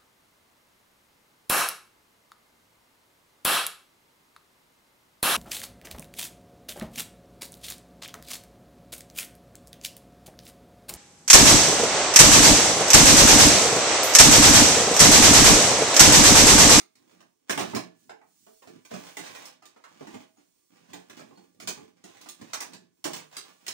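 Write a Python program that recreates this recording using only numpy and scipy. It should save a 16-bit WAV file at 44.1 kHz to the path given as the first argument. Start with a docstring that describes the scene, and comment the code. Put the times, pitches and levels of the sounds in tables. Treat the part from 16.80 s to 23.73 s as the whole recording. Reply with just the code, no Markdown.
"""Hands free cables and a drive in an open steel computer case on a table, in a small room.
Light taps lead, just before 1 s, to the loudest knocks: impacts excite the modes of the panels and
the case rocks. From about 2 s a sleeve brushes past and parts scrape by stick-slip friction.
Lighter knocks and rubbing follow; from near 5 s to the end, plugs and steel parts click more sharply.
Throughout, the sound and its reflections reach two unlike microphones over a faint room tone."""
import sys
import numpy as np
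from scipy import signal
from scipy.fft import rfft, irfft, next_fast_len
from scipy.io import wavfile

SR = 44100
rng = np.random.default_rng(int(sys.argv[2]) if len(sys.argv) > 2 else 0)


def persist_wave(psi):
    """Save psi, clipped to +-1, as 16-bit WAV."""
    counts = np.round(np.clip(psi, -1, 1) * 32767).astype(np.int16)
    wavfile.write(sys.argv[1], SR, np.atleast_2d(counts).T)


N = 305613
RESPONSE_SAMPLES = 24000
T = np.arange(RESPONSE_SAMPLES) / SR  # time axis of one impulse response [s]
RIGHT_LAG_S = 0.0009  # the case lies nearer the left microphone

# spectrum of the room tone: (frequency [Hz], relative density [dB])
ROOM_TONE_SPECTRUM = [(30, 4), (100, 4.5), (270, 1.5), (500, 11), (1000, -17.5), (3000, -7.5),
                      (8000, -9), (15000, -18.5)]
# reverberation of the room: (frequency [Hz], t60 [s])
ROOM_T60 = [(100, 0.28), (400, 0.29), (1000, 0.25), (3000, 0.26), (7000, 0.21), (15000, 0.18)]
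# swings of the sleeve along the case: (middle [s], duration [s], level [dB])
SLEEVE_SWINGS = [(0.3, 0.91, -75.5), (1.22, 0.17, -61.5), (1.7, 0.55, -58), (2.36, 0.79, -54),
                 (3.683, 0.66, -70), (4.4, 1.5, -71.5), (5.5, 0.48, -64), (6.177, 0.13, -75),
                 (6.65, 0.98, -64.5)]
# spectrum of rubbing cloth: (frequency [Hz], relative density [dB])
CLOTH_SPECTRUM = [(200, -7.5), (1000, -16), (3000, -5), (7000, 4), (10000, 2.5), (15000, 5.5)]
# modes of the steel case: (frequency [Hz], relative level [dB], t60 [s])
CASE_MODES = [(125, 0, 0.061), (180, 1, 0.25), (190, -2, 0.072), (283.6, -2, 0.28), (352.2, 4, 0.12),
              (441.7, 1.5, 0.26), (643.6, 2, 0.37), (840, -11, 0.36), (915, -5.5, 0.24), (1095, 2, 0.04),
              (1185, 8, 0.12), (1480, -12.5, .22), (1535, -10, 0.28), (1635, -5, 0.22), (1727, -0.5, 0.5),
              (2823, -8.5, 0.37), (3800, 0, 0.2)]
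# a hand pushes or pulls a part: (start [s], duration [s], bump level [dB], scrape level [dB])
HAND_MOVES = [(0.164, 0.083, -68, -68.5), (0.267, 0.15, -66, -66.5), (0.663, 0.04, -59, -57),
              (0.688, 0.29, -44, -42), (1.13, 0.27, -70.5, -78.5), (1.851, 0.11, -55.5, -61),
              (2.085, 0.21, -58.5, -46), (2.385, 0.18, -51, -40.5), (2.588, 0.11, -64.5, -53.5),
              (2.846, 0.29, -81, -67.5), (3.065, 0.11, -61, -58.5), (3.18, 0.22, -64.5, -52),
              (3.556, 0.059, -84, -68.5), (3.892, 0.47, -65.5, -62), (4.076, 0.08, -58, -56.5),
              (4.287, 0.36, -60.5, -65.5), (4.342, 0.033, -68, -49.5), (4.778, 0.085, -60, -58),
              (4.907, 0.15, -59, -59.5), (5.15, 0.15, -73.5, -67.5), (5.231, 0.27, -63, -53),
              (5.578, 0.35, -56, -54), (5.96, 0.057, -66, -78), (6.166, 0.038, -69, -84),
              (6.267, 0.12, -58, -45), (6.503, 0.06, -62.5, -49), (6.631, 0.063, -63, -55),
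              (6.787, 0.13, -65, -58)]
# hands resting on the case: (bump level [dB], scrape level [dB])
RESTING_DB = [-78, -80.5]
# spectrum of fingers bumping the chassis: (frequency [Hz], relative gain [dB])
BUMP_SPECTRUM = [(30, -30.5), (70, -20.5), (130, -0.5), (280, 8.5), (400, 7), (600, -17), (1500, -28.5)]
# spectrum of parts scraping on steel: (frequency [Hz], relative gain [dB])
SCRAPE_SPECTRUM = [(200, -31.5), (500, 6.5), (950, 0.5), (1500, 2), (3000, -1.5), (4500, -5), (6200, -3),
                   (9000, -11), (15000, -11)]
# heavy pushes rock the case on the table: (time [s], frequency [Hz], level [dB], t60 [s])
ROCKING_THUMPS = [(.785, 118, -50, 0.31), (.954, 114, -31, 0.074), (.967, 278, -5.5, 0.022),
                  (2.137, 133, -48, 0.13), (3.207, 451, -21.5, 0.031), (3.347, 440, -29, 0.07),
                  (3.366, 334, -46, 0.045), (6.247, 153.5, -46, 0.84)]
# panels, thin edges and clips catch and ring: (time [s], frequency [Hz], level [dB], t60 [s])
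PANEL_PINGS = [(.425, 1600, -57, .2), (.695, 1785, -35, .3), (.705, 1641, -38, .3), (.78, 431, -33, .3),
               (1.295, 809, -47, .3), (2.555, 2390, -44, .26), (3.041, 1530, -50, .24),
               (3.568, 6700, -57, .1), (4.556, 4323, -57, .3), (5.345, 800, -53, .3),
               (5.734, 1090, -43, .18)]
# clicks and knocks; weight adds chassis thud, hardness is high for steel and low for a padded knock:
# (time [s], force [dB], weight [dB], hardness [dB])
IMPACTS = [(-0.008, -52, -2.5, 4), (0.153, -69.5, 4, 8), (0.309, -63.5, 2, -1), (0.403, -54, -12, -5.5),
           (0.694, -25, -6.5, -4.5), (0.704, -37, -4, 5.5), (0.775, -27, -2.5, -4), (0.793, -30, 0, -3.5),
           (0.808, -36.5, -9, -1.5), (0.933, -35, 7.5, -16), (0.948, -35.5, -0.5, 1.5),
           (0.962, -31.5, -2.5, -4.5), (1.293, -40.5, -10, -11), (1.412, -54.5, -14, -14.5),
           (1.665, -52, -2, -13.5), (1.82, -52, -8, -8), (1.871, -51, 4, -4.5), (2.049, -56, -5, 3.5),
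           (2.111, -39.5, 1, -11.5), (2.137, -38.5, 3.5, -6.5), (2.368, -39, -4, 1), (2.388, -49, 0.5, 4),
           (2.653, -58.5, -12, 13), (2.821, -52, -8.5, -7), (2.853, -60, -3.5, 7.5),
           (2.96, -53.5, -5.5, -13), (3.038, -47, -20, -8), (3.208, -46, 5, -11.5), (3.27, -46.5, 5, -6),
           (3.341, -44, 5, -6), (3.568, -65.5, 7, -19), (4.131, -42, -0.5, -2.5), (4.297, -48.5, -4, -1),
           (4.392, -45, -3, -7), (4.508, -55.5, 4.5, -14), (4.572, -55, 4.5, -6.5),
           (4.744, -73.5, 11.5, -2), (4.799, -48, -9.5, 2), (4.822, -53, 7.5, 2), (4.873, -37, -9, 5.5),
           (4.884, -41, 0.5, 6), (4.972, -51.5, 7.5, -5.5), (5.239, -53, 6.5, 2.5), (5.412, -64, -6, 12),
           (5.458, -47.5, -4, -7), (5.487, -59.5, -17, 17), (5.612, -48.5, 7, -3), (5.732, -33, -17, 1.5),
           (5.804, -45.5, -13, 10.5), (5.809, -38, -12.5, -6), (5.933, -50, -1, 3), (6.241, -40, -3.5, 8),
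           (6.251, -31, -0.5, -17.5), (6.333, -42, -9, 5.5), (6.359, -61, -1.5, 14.5),
           (6.5665, -44.5, -6, 8), (6.864, -44.5, -13, 4.5), (6.88, -40.5, -6, 7.5)]
# spectrum of a blow before its registers are balanced: (frequency [Hz], relative gain [dB])
IMPACT_SPECTRUM = [(30, -27), (60, -24.5), (85, -14), (125, -0.5), (190, 2.5), (280, 6.5), (430, 4),
                   (540, -3.5), (700, -2.5), (1100, -11.5), (1800, -9.5), (2600, -9), (3200, -10.5),
                   (4700, -11), (6500, -9.5), (9000, -17), (15000, -18.5)]
# edges of the thud, body, clack and tick registers: (frequency [Hz])
REGISTER_EDGES = [80, 500, 2000, 7000, 16000]
# response of the left microphone: (frequency [Hz], gain [dB])
LEFT_RESPONSE = [(100, -5.5), (1300, -6.5), (4400, -3.5), (8000, -7), (9300, 1), (11000, -34.5),
                 (13500, -23.5), (15300, -29.5)]
# response of the right microphone: (frequency [Hz], gain [dB])
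RIGHT_RESPONSE = [(9000, -0.5), (11000, -7.5), (13800, -11.5), (15200, 3)]


def amp(db):
    """Amplitude ratio of a level in decibels."""
    return 10 ** (np.asarray(db) / 20)


def unit_rms(x):
    """Normalisation to a mean power of one."""
    return x / np.sqrt(np.mean(x ** 2) + 1e-20)


def unit_energy(x):
    """Normalisation of each row to an energy of one."""
    return x / (np.linalg.norm(x, axis=-1, keepdims=True) + 1e-20)


def curve(points, hz):
    """Interpolation of (frequency, value) points on a log-frequency axis."""
    point_hz, value = np.transpose(points)
    return np.interp(np.log(hz + 1), np.log(point_hz + 1), value)


def filtered(x, points):
    """Zero-phase filtering by a curve of (frequency [Hz], gain [dB])."""
    size = next_fast_len(x.shape[-1] + 2048)
    gain = amp(curve(points, np.fft.rfftfreq(size, 1 / SR)))
    return irfft(rfft(x, size) * gain, size)[..., :x.shape[-1]]


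def minimum_phase(db):
    """Causality: a frequency response with these gains that rings only after the blow."""
    log_gain = np.log(amp(np.r_[db, db[-2:0:-1]]))
    return np.exp(np.conj(signal.hilbert(log_gain)))[:len(db)]


def add(mix, start_s, sound):
    """Superposition of a stereo sound on the mix."""
    start = round(start_s * SR)
    part = mix[:, max(start, 0):start + sound.shape[1]]
    part += sound[:, max(-start, 0):][:, :part.shape[1]]


def room_tone(level_db=-88.5):
    """Stationary noise, uncorrelated between the two microphones."""
    return amp(level_db) * unit_rms(filtered(rng.standard_normal((2, N)), ROOM_TONE_SPECTRUM))


def room_response(tail_db=7.0, early_s=0.0082, build_s=0.003, coherent_hz=600, echoes_per_s=9000):
    """Multipath propagation from one spot: direct sound, case-wall reflections, reverberant tail."""
    shape = (2, RESPONSE_SAMPLES)
    echoes = rng.standard_normal(shape) * (rng.random(shape) < echoes_per_s / SR)
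    hz, t, spectra = signal.stft(echoes, SR, nperseg=256)
    coherence = 1 / (1 + (hz[:, None] / coherent_hz) ** 2)  # long waves reach both microphones alike
    spectra[1] = coherence * spectra[0] + np.sqrt(1 - coherence ** 2) * spectra[1]
    decay = amp(-60 * t / curve(ROOM_T60, hz)[:, None])
    tail = signal.istft(spectra * decay, SR, nperseg=256)[1][:, :RESPONSE_SAMPLES]
    early = np.roll(tail, -RESPONSE_SAMPLES // 20, axis=1) * np.exp(-T / early_s)
    response = unit_energy(early) + amp(tail_db) * unit_energy(tail * (1 - np.exp(-T / build_s)))
    response[:, 0] += 1  # direct sound
    response[1] = np.roll(response[1], round(RIGHT_LAG_S * SR))
    return response


def moving_source(x, spots=3, wander_hz=2.5):
    """Reflections depend on position: the wandering hand crossfades between paths at constant power."""
    turns = wander_hz * np.arange(N) / SR + np.arange(spots)[:, None] / spots
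    shares = np.cos(np.pi * turns) * np.sqrt(2 / spots)
    return sum(signal.oaconvolve((share * x)[None], unit_energy(room_response()), axes=1)[:, :N]
               for share in shares)


def stick_slip(per_s, spread_db):
    """Stick-slip friction: tiny impulses of unequal size at random moments."""
    sizes = amp(spread_db * np.minimum(rng.exponential(1, N), 4))
    return unit_rms(rng.choice([-1, 1], N) * (rng.random(N) < per_s / SR) * sizes)


def sleeve(rest_db=-77):
    """Friction of cloth fibres: a bright hiss that follows the speed of an arm never quite still."""
    t = np.arange(N) / SR
    speed = sum(amp(db) * np.cos(np.pi * np.clip((t - middle) / length, -.5, .5))
                for middle, length, db in SLEEVE_SWINGS)
    hiss = unit_rms(filtered(stick_slip(per_s=7000, spread_db=3.5), CLOTH_SPECTRUM))
    return moving_source((amp(rest_db) + speed) * hiss)


def case_modes():
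    """Normal modes of the steel case: one damped sinusoid a row."""
    hz, db, t60 = np.transpose(CASE_MODES)[:, :, None]
    return amp(db) * unit_energy(np.sin(2 * np.pi * hz * T) * amp(-60 * T / t60))


def effort(start, length, grip_s=0.022, ease_db_per_s=13.5, release_db_per_s=225.5):
    """Driving force of a hand: a linear rise, exponential decay as the part gives, then release."""
    age = np.maximum(np.arange(N) / SR - start, 0)
    fall_db = ease_db_per_s * age + release_db_per_s * np.maximum(age - length, 0)
    return np.minimum(age / grip_s, 1) * amp(-fall_db)


def handling(case_db=-29):
    """Forced vibration of the chassis: fingers bump it, cables and the drive scrape over its steel."""
    efforts = np.array([effort(start, length) for start, length, _, _ in HAND_MOVES])
    move_gains = amp(np.array(HAND_MOVES)[:, 2:]).T
    bump_envelope, scrape_envelope = amp(RESTING_DB)[:, None] + move_gains @ efforts
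    body = amp(case_db) * case_modes().sum(0)
    body[0] += 1  # the impulse itself, ahead of the ringing
    bumps = signal.oaconvolve(stick_slip(per_s=65, spread_db=-2.5), body)[:N]
    scrapes = signal.oaconvolve(stick_slip(per_s=650, spread_db=4.0), body)[:N]
    return moving_source(bump_envelope * unit_rms(filtered(bumps, BUMP_SPECTRUM))
                         + scrape_envelope * unit_rms(filtered(scrapes, SCRAPE_SPECTRUM)))


def free_vibrations(events, rise_s):
    """Damped oscillation: each event excites one mode, which reaches the left microphone first."""
    out = np.zeros((2, N))
    age = np.maximum(T - np.array([[0], [RIGHT_LAG_S]]), 0)
    for start, hz, db, t60 in events:
        envelope = amp(db - 60 * age / t60) * (1 - np.exp(-age / rise_s))
        add(out, start, np.sin(2 * np.pi * hz * age) * envelope)
    return out


def small_part_modes(count=120, t60=0.012):
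    """Small bodies resonate high: plugs, brackets and clips give a crowd of quickly damped modes."""
    hz = rng.uniform(1550, 11000, (count, 1))
    return unit_energy(np.sin(2 * np.pi * hz * T) * amp(-60 * T / t60))


def register_levels(force_db, weight_db, hardness_db, tick_db=-3.5, tick_growth=1.3):
    """Energy of an impact by register: weight feeds the thud, hardness the clack and tick."""
    return force_db + np.array([weight_db, 0, hardness_db, tick_db + tick_growth * hardness_db])


def contact_time(levels_db, force_db, base_s=0.0015, firm_db=-45):
    """Contact stiffness: bright steel-on-steel blows end at once, dull or light ones press in slowly."""
    brightness_db = np.clip(levels_db[-1] - force_db, -10, 20)
    lightness_db = np.clip(firm_db - levels_db.max(), 0, 10)
    return base_s * amp(0.22 * lightness_db - 0.21 * brightness_db)


def register_filter(spectrum, hz, levels_db, span_s=0.03):
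    """Equalisation: brings each register's energy, averaged over span_s, towards its level."""
    edges = np.array(REGISTER_EDGES)
    centres = np.sqrt(edges[1:] * edges[:-1])
    bands = (hz >= edges[:-1, None]) & (hz < edges[1:, None])
    power = (abs(spectrum) ** 2).mean(0) / (len(hz) - 1) / (span_s * SR)
    gain_db = np.zeros(len(centres))
    for _ in range(3):  # neighbouring registers overlap, so their gains settle together
        gain = amp(curve(np.c_[centres, gain_db], hz))
        gain_db += levels_db - 10 * np.log10(bands @ (power * gain ** 2))
    return minimum_phase(curve(np.c_[centres, gain_db], hz))


def impacts(case_db=-29, parts_db=-28, spots=7, fft_size=2 ** 15):
    """Impact excitation: a brief chattering force rings the modes of the case and its small parts."""
    out = np.zeros((2, N))
    case, parts = case_modes(), small_part_modes()
    hz = np.fft.rfftfreq(fft_size, 1 / SR)
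    paths = [rfft(room_response(), fft_size) for _ in range(spots)]
    colour = minimum_phase(curve(IMPACT_SPECTRUM, hz))
    for k, (start, force_db, weight_db, hardness_db) in enumerate(IMPACTS):
        levels_db = register_levels(force_db, weight_db, hardness_db)
        contact_decay = np.exp(-T / contact_time(levels_db, force_db))
        chatter = unit_energy(rng.standard_normal(RESPONSE_SAMPLES) ** 3 * T * contact_decay)
        # the place of the blow decides how strongly each mode answers
        ring = amp(case_db) * rng.standard_normal(len(case)) @ case
        ring += amp(parts_db) * rng.standard_normal(len(parts)) @ parts
        blow = rfft(chatter + ring * (1 - contact_decay), fft_size) * colour * paths[k % spots]
        add(out, start, irfft(blow * register_filter(blow, hz, levels_db)))
    return out


def scene():
    """Linear superposition of room tone, impacts, friction and free vibrations."""
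    thumps = free_vibrations(ROCKING_THUMPS, rise_s=0.0056)
    pings = free_vibrations(PANEL_PINGS, rise_s=0.0055)
    return room_tone() + impacts() + handling() + sleeve() + thumps + pings


def record(dry, cutoff_hz=15750):
    """Band-limited transduction: the left side is weaker and duller, the right has a port resonance."""
    heard = np.array([filtered(dry[0], LEFT_RESPONSE), filtered(dry[1], RIGHT_RESPONSE)])
    lowpass = signal.firwin(511, cutoff_hz, window=("kaiser", 9), fs=SR)
    return signal.oaconvolve(heard, lowpass[None], "same")


dry = scene()
out = record(dry)
persist_wave(out)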